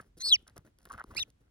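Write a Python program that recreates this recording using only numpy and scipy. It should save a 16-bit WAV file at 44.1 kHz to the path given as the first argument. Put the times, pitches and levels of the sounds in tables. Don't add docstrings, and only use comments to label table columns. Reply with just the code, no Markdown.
import sys
import numpy as np
from scipy import signal
from scipy.fft import rfft, irfft
from scipy.io import wavfile
from scipy.ndimage import uniform_filter1d

SR = 44100
rng = np.random.default_rng(int(sys.argv[2]) if len(sys.argv) > 2 else 0)


def store_pcm(level_fs):
    pcm = np.round(np.clip(level_fs, -1, 1) * 32767).astype(np.int16)
    wavfile.write(sys.argv[1], SR, np.atleast_2d(pcm).T)


def volts_from_db(level):
    exponent = np.asarray(level, float) / 20
    return 10 ** exponent


N = 66150
T = np.arange(N) / SR


HALF_PARTIALS = (-8.5, 5.5, -13)


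def phrase(rows, third_db, depth=0., swing=0., beat=0., stretch=0.):
    rows = np.array([(*row, -60)[:5] for row in rows], float)
    tracks = [np.interp(T, rows[:, 0], column) for column in rows.T[1:]]
    hz, db, second_db, half_db = (uniform_filter1d(track, size=45) for track in tracks)
    edge_s = 0.0012
    gate = np.clip(np.minimum(T - rows[0, 0], rows[-1, 0] - T) / edge_s + 0.5, 0, 1)
    phase = 2 * np.pi * np.cumsum(hz) / SR

    def snap(angle):
        return sum((0.49 * swing) ** k * np.exp(1j * (k + 1) * angle) for k in range(4))

    def air():
        return walk(1500) + 1j * walk(1500)

    rough = volts_from_db(-31.5) + volts_from_db(np.minimum(half_db, 0) - 8.5)
    throb = 1 + depth * snap(beat).real
    wobble = swing * snap(beat + 0.3).imag
    out = (throb + rough * air()) * np.exp(1j * (phase + wobble))
    haze = ring(rng.standard_normal(N), 4400, 7000)
    out += 1j * volts_from_db(-36.5) * throb * haze

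    split = np.minimum(2 * depth, 1)
    upper_db = np.minimum(third_db, second_db + 4)
    overtones = [(2 + stretch, second_db)]
    overtones += [(k, upper_db - 13 * (k - 3)) for k in (3, 4, 5)]
    for k, level_db in overtones:
        pair = 1 - split + split * snap(beat + 2.2).real + 3 * rough * air()
        audible = k * hz < 0.4 * SR
        out += audible * volts_from_db(level_db) * pair * np.exp(1j * (k * phase - (k - 1) * beat))

    for k, level_db in enumerate(HALF_PARTIALS):
        breathy = 1 + 2 * rough * air()
        out += volts_from_db(half_db + level_db) * breathy * np.exp(1j * (k + 0.5) * phase)
    return gate * volts_from_db(db) * out.imag


# [t/s, pitch f/Hz, level/dB, 2nd partial level/dB, half-pitch level/dB]
TRILL = [
    (.196, 4110, -63, -38.5, -14.5),
    (.208, 4086, -42.5, -20, -7.5),
    (.222, 4166, -39.5, -25.5, -7),
    (.231, 4170, -37, -15.5, -43),
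    (.25, 4380, -28.5, -9.5, -65),
    (.28, 4425, -27, -8, -61.5),
    (.291, 4310, -27, -9.5, -61.5),
    (.305, 4060, -30.5, -8, -59),
]
FALL = [
    (.305, 4040, -28.5, -20.5),
    (.317, 3957, -20.5, -32),
    (.322, 3410, -18.5, -35.5),
    (.328, 3373, -10, -22),
    (.334, 3120, -14, -16.5),
    (.341, 2957, -13.5, -12),
    (.349, 2874, -21, -6.5),
    (.357, 2523, -32, 6.5),
    (.367, 1870, -50.5, -12.5),
]
RISE = [
    (1.161, 1888, -49.5, -7, -44),
    (1.167, 2186, -39.5, 0, -28),
    (1.184, 2694, -32, 0.5, -17),
    (1.187, 2770, -34, -33, -9.5),
    (1.193, 2850, -39.5, -9, -6),
    (1.1965, 2840, -39.5, -16, -2),
]
DROP = [
    (1.1965, 4360, -28, -26, -16),
    (1.198, 4250, -43.5, -30, -6),
    (1.2005, 3600, -26, -30, -15),
    (1.204, 3780, -29.5, -26, -25),
    (1.21, 3886, -32, -37, -19),
    (1.225, 3520, -29.5, -22, -29),
    (1.23, 3214, -31, 0, -62),
    (1.235, 2550, -46, -8, -48),
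    (1.238, 2196, -49.5, -20, -52),
]
# [t/s, rate f/Hz, depth/0-1, pitch swing/rad]
FLUTTER = [
    (.231, 200, 0, 0),
    (.234, 215, 0.6, 0.36),
    (.26, 362, 0.55, 0.6),
    (.277, 432, 0.5, 0.4),
    (.286, 350, .4, .9),
    (.294, 212, 0.6, 1.1),
    (.299, 104, .8, 0.76),
    (.3035, 132, 0.6, 1.2),
    (.306, 100, 0, 0),
]
THIRD_PARTIALS = (-25.5, -30.5, -6.5, -20)
# [f/Hz, left-right level/dB]
FIRST_PLACE = [
    [(2100, -2), (2800, -3), (3400, -4.5), (4400, -5), (6100, -4.5), (7500, -2), (9300, -2), (16600, 5)],
    [(2850, -4), (3350, 3.5), (4400, 2), (9000, 0.5)],
]
SECOND_PLACE = [
    [(2200, -0.5), (2600, -0.5), (3200, -3), (3800, -4.5), (4350, -6), (6200, -2.5), (9600, -3), (16600, 9)],
    [(2100, 0.5), (2480, -13.5), (2900, -3), (3800, 6), (4350, -9.5), (6000, 0.5)],
]


def peeps():
    flutter = np.array(FLUTTER)
    rate, depth, swing = (np.interp(T, flutter[:, 0], column) for column in flutter.T[1:])
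    beat = 2 * np.pi * np.cumsum(rate * (T > flutter[0, 0])) / SR + 0.32
    trill = phrase(TRILL, THIRD_PARTIALS[0], np.clip(depth, 0, 1), swing, beat, 0.017)
    first = trill + phrase(FALL, THIRD_PARTIALS[1])
    second = phrase(RISE, THIRD_PARTIALS[2]) + phrase(DROP, THIRD_PARTIALS[3])

    echo_t60_s, echo_db = 0.26, -46.5
    tail = rng.standard_normal((2, 12000)) * volts_from_db(-60 * T[:12000] / echo_t60_s)
    sent = ring((first + second) * walk(900), 3000, 3000)
    echo = signal.fftconvolve(sent[None], tail, axes=1)[:, :N] * volts_from_db(echo_db) / 20
    return ports(first, FIRST_PLACE) + ports(second, SECOND_PLACE) + echo


# [peak t/s, peak level/dB, pitch f/Hz, length/ms]
KNOCKS = [(0.0013, -39, 1480, 2.4), (0.0037, -40, 1416, 2.2), (0.0067, -44, 1360, 0.62),
          (0.2073, -50, 1792, 1.0), (0.2552, -54, 1440, 0.72), (0.2615, -45, 1380, 0.79),
          (0.2651, -50, 1180, 1.7), (0.2688, -48, 1284, 0.8), (0.4685, -57, 1460, 2),
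          (0.4801, -56, 1330, 2.7), (0.5649, -48.5, 1162, 1.4), (0.5703, -53, 981, 1.2),
          (0.578, -53.5, 1338, 1.7), (0.5804, -49.5, 1273, 1.1), (0.8563, -48, 1350, 1.6),
          (0.9031, -41, 1370, 1.3), (0.9057, -40, 1223, 1.36), (0.9076, -39, 1220, 1.07),
          (0.912, -32.5, 1156, 2.8), (0.9178, -41, 1270, 0.82), (0.9202, -42.5, 1083, 2.6),
          (0.9303, -43, 1230, 2.2), (0.9393, -39.5, 1483, 2.3), (0.9463, -41.5, 1210, 2.2),
          (0.9495, -42, 1240, 1.6), (0.953, -45.5, 1320, 2.9), (0.9805, -57, 1270, 2),
          (0.987, -39, 1380, 1.9), (0.99, -43, 1410, 0.86), (0.9932, -42, 1258, 1.35),
          (0.9965, -49, 1470, 1.3), (0.9987, -37.5, 1480, 0.75), (1.0022, -38, 1420, 4.2),
          (1.0056, -40, 1434, 2.1), (1.0082, -31, 1286, 0.95), (1.0158, -31.5, 1286, 0.68),
          (1.0424, -40, 1106, 1.7), (1.1125, -44, 1179, 1.8), (1.1177, -47, 1096, 2.2),
          (1.1546, -42, 1052, 1.3), (.4925, -59, 1500, 1.8), (.9705, -58, 1310, 3.6),
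          (1.0135, -40, 1330, 4.7), (1.108, -53.5, 1180, 3.6)]


def knocks():
    out = np.zeros(N)
    for at, db, hz, ms in KNOCKS:
        length_s = ms / 1000
        out = bump(out, at, db, hz, 0.85 * length_s, 0.46 * length_s)
    return out


# [peak t/s, peak level/dB, pitch f/Hz]
THUDS = [(0.0026, -44, 390), (0.0113, -50, 122), (0.157, -56, 68), (0.1807, -54, 246), (0.2707, -59.5, 480),
         (0.2773, -48, 420), (0.5677, -42.5, 454), (0.5799, -49, 339.6), (0.5904, -46, 116),
         (0.6628, -54, 337.4), (0.862, -57, 90.9), (0.933, -50.5, 323), (0.944, -50.5, 243),
         (0.9546, -46.5, 92), (1.0462, -42, 286), (1.0846, -53, 51.9), (1.126, -46.5, 78.3),
         (1.155, -52, 294.3), (1.1595, -52, 328), (1.1642, -62, 322.4), (1.1827, -51, 113.7),
         (1.201, -50, 68.7), (1.2205, -48.5, 73.2), (0.43, -55, 260), (0.37, -53, 69)]


def thuds():
    out = np.zeros(N)
    for at, db, hz in THUDS:
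        out = bump(out, at, db + 0.5, hz, 0.45 / hz, 0.55 / hz)
    return out


# [t/s, peak level/dB]
TICKS = [(0.171, -66), (0.1858, -51.5), (0.4707, -60), (0.478, -56), (0.4797, -44.5), (0.4815, -56),
         (0.4976, -55), (0.5662, -44), (0.579, -38.5), (0.666, -60), (0.7869, -52), (0.854, -44),
         (0.8889, -54), (0.9289, -44), (0.922, -46), (0.9384, -50.5), (0.952, -58.5), (0.988, -63),
         (1.04, -44.5), (1.149, -44), (1.3027, -53)]
# [f/Hz, level/dB per Hz]
DOWN = [(1350, -50), (2300, -12.5), (5290, 0.5), (7290, -4.5), (8960, 1), (15400, -9.5), (16500, -23)]


def ticks():
    cracks = np.zeros(N)
    length, decay_s = 400, 0.00075
    for at, db in TICKS:
        start = int(at * SR)
        noise = rng.standard_normal(length)
        cracks[start:start + length] += volts_from_db(db + 4) * noise * np.exp(-T[:length] / decay_s)
    bright = irfft(rfft(cracks) * volts_from_db(curve(DOWN)), N)
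    return bright + volts_from_db(-10.5) * ring(cracks, 2000, 2900)


# [start t/s, length/s, scrape level/dB, rustle level/dB, cloth level/dB]
MOVES = [(0, 0.0068, -60, -60, -59), (0.01, .07, -80, -101, -76), (.385, 0.0367, -79.5, -76, -75),
         (1.059, 0.063, -71.5, -83, -64), (0.17, 0.042, -70.5, -61.5, -66.5),
         (0.25, 0.033, -60.5, -59, -64.5), (0.469, 0.02, -62, -65.5, -70.5),
         (0.561, 0.014, -61, -63.5, -55), (0.649, 0.0289, -66, -90.5, -65),
         (0.787, 0.058, -76.5, -73.5, -76), (0.853, 0.0234, -65, -76.5, -66), (.897, 0.06, -57.5, -70, -61),
         (0.975, 0.037, -56, -67, -70), (1.106, 0.038, -62, -81, -64.5), (1.153, 0.032, -60.5, -58, -56.5),
         (1.226, 0.068, -78.5, -100, -70.5), (1.405, .12, -81.5, -99, -74.5)]
# [f/Hz, width f/Hz, level/dB]
SHELL = [
    (1044, 880, 2.5),
    (1384, 250, -3.5),
    (717, 230, -3),
]
# [f/Hz, level/dB per Hz]
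CLOTH = [(60, 0.5), (130, 3), (300, 1.5), (550, -4), (900, -27)]


def moves():
    rows = np.array(MOVES)
    since = T - rows[:, :1]
    attack = np.clip(since / 0.0013 + 1, 0, 1)
    tail = np.exp(-np.maximum(since - rows[:, 1:2], 0) / 0.015)
    scrape, rustle, cloth = volts_from_db(rows[:, 2:].T) @ (attack * tail)

    grains_per_s, spread_db = 1800, 4
    hits = rng.random(N) < grains_per_s / SR
    grains = hits * rng.standard_normal(N) * volts_from_db(spread_db * rng.exponential(size=N))
    shell = np.zeros(N)
    for hz, width_hz, db in SHELL:
        tone = grains
        for _ in range(3):
            tone = ring(tone, hz, 2 * width_hz)
        shell += volts_from_db(db) * tone

    down = colour(rng.standard_normal(N) * volts_from_db(5 * walk(210)), DOWN)
    rub = colour(rng.standard_normal(N), CLOTH) * volts_from_db(2.8 * walk(40))
    return scrape * shell / np.std(shell) + rustle * down + cloth * rub


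# [f/Hz, level/dB per Hz]
ROOM = [(22, -17), (50, 5.5), (120, -6), (300, -17), (650, -29), (3000, -36.5), (10000, -45), (16000, -55)]
# [f/Hz, level/dB]
ROOM_SIDE = [(60, -24), (500, 3), (3000, 0)]


def room():
    mid = colour(rng.standard_normal(N), ROOM) * volts_from_db(1.5 * walk(14))
    side = colour(rng.standard_normal(N), ROOM)
    side = irfft(rfft(side) * volts_from_db(curve(ROOM_SIDE)), N)
    return volts_from_db(-67) * (mid + side * np.array([[1], [-1]]))


def bump(out, at, db, hz, rise_s, fall_s):
    since = T - at
    swell = np.exp(-(since / np.where(since < 0, rise_s, fall_s)) ** 2)
    return out + volts_from_db(db) * swell * np.cos(2 * np.pi * hz * since)


def ring(x, hz, width_hz):
    b, a = signal.iirpeak(hz, hz / width_hz, fs=SR)
    return signal.lfilter(b, a, x)


def walk(rate):
    k = int(SR / rate)
    steps = np.repeat(rng.standard_normal(N // k + 1), k)
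    return 2.6 * uniform_filter1d(uniform_filter1d(steps, k), k)[:N]


def curve(table):
    hz, value = np.array(table, float).T
    bins_hz = np.arange(N // 2 + 1) * SR / N
    return np.interp(np.log(bins_hz + 1), np.log(hz + 1), value)


def colour(x, table):
    y = irfft(rfft(x) * volts_from_db(curve(table)), N)
    return y / np.sqrt(np.mean(y ** 2))


def ports(x, place):
    lead_rad, difference_db = place
    half = volts_from_db(curve(difference_db) / 2) * np.exp(0.5j * curve(lead_rad))
    return irfft(rfft(x) * np.array([half, 1 / half]), N)


# [f/Hz, left-right level/dB]
NEST_PLACE = [
    [(50, -.12), (280, -.33), (650, -1), (2070, -0.9), (2500, -4.2), (3880, -6), (7400, -3.8), (10500, 0.2), (16600, 5)],
    [(180, 0), (450, 2.5), (1300, 0)],
]


def scene():
    nest = ports(knocks() + thuds() + ticks() + moves(), NEST_PLACE)
    fade_out = np.clip((T[-1] - T) * 20, 0, 1)
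    return peeps() + nest * fade_out + room()


def top_cut(x):
    return signal.sosfilt(signal.butter(12, 17020, fs=SR, output="sos"), x)


def record(dry):
    top_hz = 16400
    low_pass = signal.ellip(8, 0.2, 60, top_hz, fs=SR, output="sos")
    return top_cut(signal.sosfilt(low_pass, dry))


dry = scene()
out = record(dry)
store_pcm(out)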